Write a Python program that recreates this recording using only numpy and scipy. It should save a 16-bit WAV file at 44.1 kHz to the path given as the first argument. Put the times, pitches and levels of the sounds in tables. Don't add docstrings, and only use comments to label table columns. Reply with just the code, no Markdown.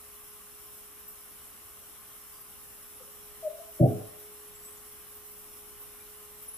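import sys
import numpy as np
from scipy import signal
from scipy.fft import rfft, irfft, next_fast_len
from scipy.io import wavfile
from scipy.ndimage import uniform_filter1d, minimum_filter1d, map_coordinates

SR = 44100
rng = np.random.default_rng(int(sys.argv[2]) if len(sys.argv) > 2 else 0)


def wav_out(sig):
    wavfile.write(sys.argv[1], SR, np.round(np.clip(np.atleast_2d(sig).T, -1, 1) * 32767).astype(np.int16))


N = 289737

# (time [s], level [dB])
WHINE_LEVELS = [(0, -64.5), (1.01, -65.5), (1.13, -68), (2.85, -68), (3.29, -60.5), (3.77, -61),
                (4.12, -58.5), (4.76, -59.5), (5.03, -63), (6.35, -60.5), (6.57, -64)]
# (frequency [Hz], relative level [dB])
RUMBLE_SHAPE = [(12, -33), (20, 1), (70, 4.5), (161, -10), (195, -5.5), (387, -8.5), (412, -13), (447, -19),
                (507, -11.5), (900, -9), (1170, -38), (1980, -120)]
BODY_SHAPE = [(500, -7.5), (850, -9), (882, -26), (1020, 0), (1160, -4), (1690, -8), (1840, -6),
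              (2530, -7.5), (2870, -8.5), (3130, -6.5), (5000, -14), (6500, -73), (11000, -120)]
HISS_SHAPE = [(2820, -55), (4800, -62), (5020, -8.5), (5450, -5), (6570, -7.5), (7840, -4), (8480, -5),
              (9870, 3), (11100, 4), (12000, 2.5), (14900, -5.5), (15500, -15)]
# (frequency [Hz], width [Hz], relative level [dB])
HOUSING_PEAKS = [(79, 11, -2), (191.6, 6.5, -1.5), (970, 9, -13), (1045, 25, -0.5), (1135, 24, 1),
                 (1256, 17, -0.5), (1287, 14, 0.5), (1437, 37, -2.5), (2825, 100, -9)]
GUIDE_PEAKS = [(5400, 260, -14), (7990, 200, -8), (10180, 290, -3), (11500, 250, -9), (12200, 450, -4),
               (13300, 250, -6), (13700, 200, -11), (14750, 200, -5)]
# (frequency [Hz], likeness [-1 opposite to 1 the same])
EAR_LIKENESS = [(60, -0.21), (120, 0.38), (240, 0.74), (480, 0.13), (950, 0.62), (1890, 0.36), (3770, 0.18),
                (7520, -0.31), (10500, 0.61), (13000, -0.47), (15000, -0.099)]
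# (frequency [Hz], left minus right [dB])
RUSH_BALANCE = [(60, 0), (150, 0), (380, -0.5), (950, 1), (2380, 0), (5980, 0.5), (15000, 0.0)]
# (pitch [Hz], typical level [dB])
BEARING_TONES = [(928, -87), (1023, -82.5), (1195, -78.5), (1421, -85.5), (1533, -89), (1603, -80),
                 (1786, -84), (2026, -85), (2236, -88.5), (2290, -91), (2768, -80), (2995, -79.5),
                 (3180, -101)]
# (time [s], pitch [Hz], level [dB], ring time [s], left minus right [dB])
STEEL_CHINKS = [(1.078, 12050, -42, .3, 0), (2.33, 4780, -65, 0.96, 0), (2.405, 12300, -44, .12, 0),
                (3.705, 14540, -49, 0.34, 0), (4.07, 10140, -45, 0.15, 0), (4.12, 13750, -53, .15, 0),
                (4.187, 13700, -51, .4, -2), (4.255, 13650, -52, 0.2, -3), (4.475, 11040, -47, .15, 0),
                (4.548, 7670, -51.5, .35, 0), (4.628, 7980, -53, 0.18, 0), (4.648, 7990, -44.5, 0.43, 0),
                (4.768, 6800, -56, .15, 0), (4.92, 12650, -48, .2, 0), (5.07, 13150, -49, .15, 0),
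                (5.105, 13600, -52, .2, 0), (5.15, 14250, -47, .4, -3), (5.25, 14650, -47, .4, -6),
                (5.297, 14680, -51, .5, -3), (5.795, 14642, -45, 0.5, -4), (5.812, 12400, -47, .15, 0),
                (6, 2360, -61, 0.18, 0), (6.422, 13150, -43, .25, 0), (6.48, 10290, -38, 0.4, 0),
                (6.503, 10290, -43, .3, 0), (6.535, 10290, -45, .5, 2)]
# (start [s],
# length [s], swell [s], first pitch [Hz], glide [Hz/s], level [dB], fade [dB/s], left minus right [dB])
SLAB_RUBS = [(2.995, 0.027, 0.0067, 528, -940, -51, 0, 5), (3.063, 0.03, .01, 545, 0, -58, 60, 2),
             (3.424, 0.055, 0.0096, 655, -940, -30, 0, 2.5), (3.491, 0.026, 0.0024, 610, 900, -41.5, 0, 6),
             (3.521, 0.013, 0.0022, 650, 0, -44.5, 0, 0), (3.537, 0.0069, 0.0022, 617, 0, -47, 0, 0),
             (3.563, 0.026, 0.0037, 611, -300, -46, 60, 0), (3.592, 0.013, 0.0018, 660, 400, -45.5, 100, 4),
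             (3.627, 0.0097, 0.0028, 640, 0, -51, 0, -4), (3.664, 0.031, .004, 657, 4, -57, 0, -6),
             (3.793, 0.061, 0.003, 612, -1400, -26.5, 115, 5),
             (3.8, 0.067, 0.0025, 616.3, 2300, -31.5, 27, -5)]
# (frequency [Hz], ring time [s])
ECHO_TIMES = [(60, 0.74), (130, 0.41), (300, 0.48), (600, 0.74), (800, 0.77)]
# (time [s], strength [dB], favoured pitch [Hz], rise time [s])
SLAB_KNOCKS = [(3.799, -18, 283, 0.0028), (3.807, -7, 143.4, 0.0054), (3.812, -18.5, 664, 0.0049),
               (3.84, -24, 535, 0.0026), (3.906, -33.5, 636, 0.0024)]
# (pitch [Hz], level [dB], ring time rocking [s], ring time lying flat [s])
SLAB_NOTES = [(106.5, -4, 1, 0.4), (130.3, 4.5, 0.24, 0.11), (155.8, 7.5, 0.13, 0.15),
              (186.7, -9.5, 0.69, 0.49), (228, -14, 0.19, .1), (253, 2.5, 0.4, 0.17),
              (327.2, 7.5, 0.224, 0.28), (421, 1, 0.51, 0.71), (428, -17, 0.18, 0.091),
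              (503, -2, 0.41, 0.084), (550, 5, 0.16, 0.026), (609, 1, 0.3, 0.059), (669, 1, 0.5, 0.083),
              (750, -5.5, 0.65, 0.086)]
# (frequency [Hz], relative level [dB])
SHUDDER_SHAPE = [(30, -19), (82, -25), (110, 7.5), (170, -1), (330, -2.5), (460, -14), (600, -13),
                 (760, -25), (900, -29), (1200, -120)]


def amp(db):
    return 10 ** (np.asarray(db) / 20)


def unit(x):
    return x / np.sqrt(np.mean(x ** 2) + 1e-20)


def along(points, hz):
    freqs, values = np.transpose(points)
    return np.interp(np.log(hz + 1), np.log(freqs + 1), values)


def wobble(rate):
    return map_coordinates(rng.standard_normal(int(N * rate / SR) + 4), [np.arange(N) * rate / SR])


def filtered(x, response):
    size = next_fast_len(N + SR // 2)
    return irfft(rfft(x, size) * response(np.fft.rfftfreq(size, 1 / SR)), size)[..., :N]


def sides(db):
    return amp(np.multiply.outer([.5, -.5], db))


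def motor(pitch_hz=418.4, speedup_at_s=6.37, speedup_hz_per_s=55, centred_db=-56):
    t = np.arange(N) / SR
    db = np.interp(t, *np.transpose(WHINE_LEVELS))
    hz = pitch_hz + speedup_hz_per_s * np.maximum(t - speedup_at_s, 0)
    phase = 2 * np.pi * np.cumsum(hz + 0.32 * wobble(6.24)) / SR
    wander_db = .8 * wobble(3) + .9 * wobble(12)
    note = amp(db + wander_db) * np.sin(phase) * sides(.5 * (db - centred_db))
    octave = amp(-77.5 + 3.5 * wobble(7)) * np.sin(2 * phase + .9 * wobble(15))
    return np.sqrt(2) * (note + octave)


def resonances(peaks):
    return lambda hz: np.sqrt(sum(amp(2 * db) * width ** 2 / (width ** 2 + 4 * (hz - centre) ** 2)
                                  for centre, width, db in peaks))


def rush(gain, patchy_db):
    spectrum = signal.stft(rng.standard_normal((2, N + 512)), nperseg=512)[2]
    patches = uniform_filter1d(rng.standard_normal(spectrum.shape[1:]), size=2, axis=0)
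    patches = uniform_filter1d(patches, size=10, axis=1)
    noise = signal.istft(spectrum * amp(patchy_db * unit(patches)), nperseg=512)[1][:, :N]
    spread = lambda hz: np.arccos(np.clip(along(EAR_LIKENESS, hz), -1, 1)) / 2
    shared, apart = filtered(noise, lambda hz: gain(hz) * [np.cos(spread(hz)), np.sin(spread(hz))])
    return unit(np.array([shared + apart, shared - apart]))


def saw():
    shape = lambda table: lambda hz: amp(along(table, hz))
    rumble = amp(-63 + 0.74 * wobble(2.66)) * rush(shape(RUMBLE_SHAPE), patchy_db=0.4)
    body = amp(-59.5 + 0.42 * wobble(3.4)) * rush(shape(BODY_SHAPE), patchy_db=2)
    rattle = amp(-65) * rush(resonances(HOUSING_PEAKS), patchy_db=-1)
    sizzle_db = .1 * wobble(4) + .4 * wobble(14) + .3 * wobble(30)
    blade = amp(-51 + sizzle_db) * rush(shape(HISS_SHAPE), patchy_db=1.8)
    guides = amp(-55 + sizzle_db) * rush(resonances(GUIDE_PEAKS), patchy_db=2.1)
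    return filtered(rumble + body + rattle + blade + guides, lambda hz: sides(along(RUSH_BALANCE, hz)))


def bearings(drifts_per_s=14):
    hz, db = np.transpose(BEARING_TONES)[..., None]
    steps = np.arange(N) * drifts_per_s / SR

    def drift():
        targets = rng.standard_normal((len(hz), int(steps[-1]) + 2))
        return np.array([np.interp(steps, np.arange(len(row)), row) for row in targets])

    tones = amp(db + 2.9 * drift()) * np.sin(2 * np.pi * hz * np.arange(N) / SR + 1.24 * drift())
    return np.sqrt(2) * sides(rng.normal(0, 2, len(hz))) @ tones


def chinks(faint_count=5, blur_s=.012):
    out, t = np.zeros((2, N + SR)), np.arange(SR // 2) / SR
    flutter, jitter = (np.pad([wobble(110), wobble(110)], [(0, 0), (0, SR)]) for _ in range(2))
    faint = [(when * N / SR, 9000 + 6000 * high, -50, 0.3, 0)
             for when, high in rng.random((faint_count, 2))]
    blur = 1 - np.exp(-(t / blur_s) ** 2)
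    for start, hz, db, ring_s, lean_db in STEEL_CHINKS + faint:
        span = slice(round(start * SR), round(start * SR) + len(t))
        strike = 0.8 * amp(-60 * t / 0.07)
        envelope = (strike + amp(-60 * t / ring_s)) * (1 - np.exp(-t / 0.003))
        level = amp(db + 2.5 * blur * flutter[:, span])
        tone = np.sin(2 * np.pi * hz * t + blur * jitter[:, span])
        out[:, span] += sides(lean_db)[:, None] * level * envelope * tone
    return out[:, :N]


def groans(swell_db=24.5, release_db_per_s=1500):
    out = np.zeros((2, N))
    grit = 1 + 0.12 * wobble(120)
    for start, length, swell_s, hz, glide, level_db, fade, lean_db in SLAB_RUBS:
        t = np.maximum(np.arange(N) / SR - start, 0)
        db = level_db - fade * t - swell_db * np.exp(-t / swell_s)
        db -= release_db_per_s * np.maximum(t - length, 0)
        tone = np.sin(2 * np.pi * (hz * t + glide * t * t / 2))
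        out += np.sqrt(2) * amp(db) * tone * sides(lean_db)[:, None]
    return out * grit


def shed_echo(x, rise_s=0.0033):
    hz, t, spectrum = signal.stft(rng.standard_normal((2, SR)), SR, nperseg=1024)
    width = np.clip(hz / 500, .35, .95)[:, None]
    fade = amp(-60 * t / along(ECHO_TIMES, hz)[:, None])
    tail = signal.istft(spectrum * [np.ones_like(width), width] * fade, SR, nperseg=1024)[1]
    shared, apart = tail * (1 - np.exp(-np.arange(tail.shape[1]) / SR / rise_s))
    echo = [shared + apart, shared - apart] / np.linalg.norm(shared)
    return signal.fftconvolve(x.mean(axis=0)[None], echo, axes=1)[:, :N]


def thud(flat_at_s=3.856, right_late_s=0.0003):
    out, t = np.zeros((2, N + SR)), np.arange(SR // 2) / SR
    hz, db, rocking_ring_s, flat_ring_s = np.transpose(SLAB_NOTES)[..., None]
    for start, strength_db, favoured_hz, rise_s in SLAB_KNOCKS:
        octaves_away = np.log2(hz / favoured_hz)
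        mismatch_db = np.maximum(-60 * octaves_away ** 2, -45)
        rocking_s = np.minimum(t, max(flat_at_s - start, 0))
        fade_db = -60 * (rocking_s / rocking_ring_s + (t - rocking_s) / flat_ring_s)
        envelope = amp(strength_db + db + mismatch_db + fade_db) * (1 - np.exp(-t / rise_s)) ** 2
        for ear, lag in enumerate([0, right_late_s]):
            notes = envelope * np.sin(2 * np.pi * hz * (t - lag))
            out[ear, round(start * SR):][:len(t)] += notes.sum(axis=0)
    return out[:, :N]


def shudder(rise_s=0.0039):
    start = SLAB_KNOCKS[1][0]
    push = np.zeros((1, N))
    push[0, round(start * SR)] = 1
    roar = filtered(shed_echo(push), lambda hz: amp(along(SHUDDER_SHAPE, hz)))
    t = np.maximum(np.arange(N) / SR - start, 0)
    rise = 1 - np.exp(-(t / rise_s) ** 2)
    return roar * rise / np.linalg.norm(roar[0])


def scene(echo_db=-15, shudder_db=10.5, wood_top_hz=797):
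    rub, fall = groans(), thud()
    scattered = rub * (1 + 1.27 * wobble(110))
    echoes = amp(echo_db) * (shed_echo(scattered) + shed_echo(fall))
    wood = rub + fall + echoes + amp(shudder_db) * shudder()
    dull_wood = signal.sosfilt(signal.butter(8, wood_top_hz, fs=SR, output="sos"), wood)
    return dull_wood + motor() + bearings() + saw() + chinks()


def record(dry, top_hz=15550, right_late_s=.00003):
    peak_db = 20 * np.log10(np.abs(dry).max(axis=0) + 1e-9)
    needed_db = np.minimum(0, -.27 * (peak_db + 17))
    held_db = minimum_filter1d(needed_db, size=1000, origin=150)
    limited = dry * amp(uniform_filter1d(held_db, size=700))
    delay = lambda hz: np.exp(-2j * np.pi * np.outer([0, right_late_s], hz))
    return filtered(limited, lambda hz: (hz < top_hz) * delay(hz))


dry = scene()
out = record(dry)
wav_out(out)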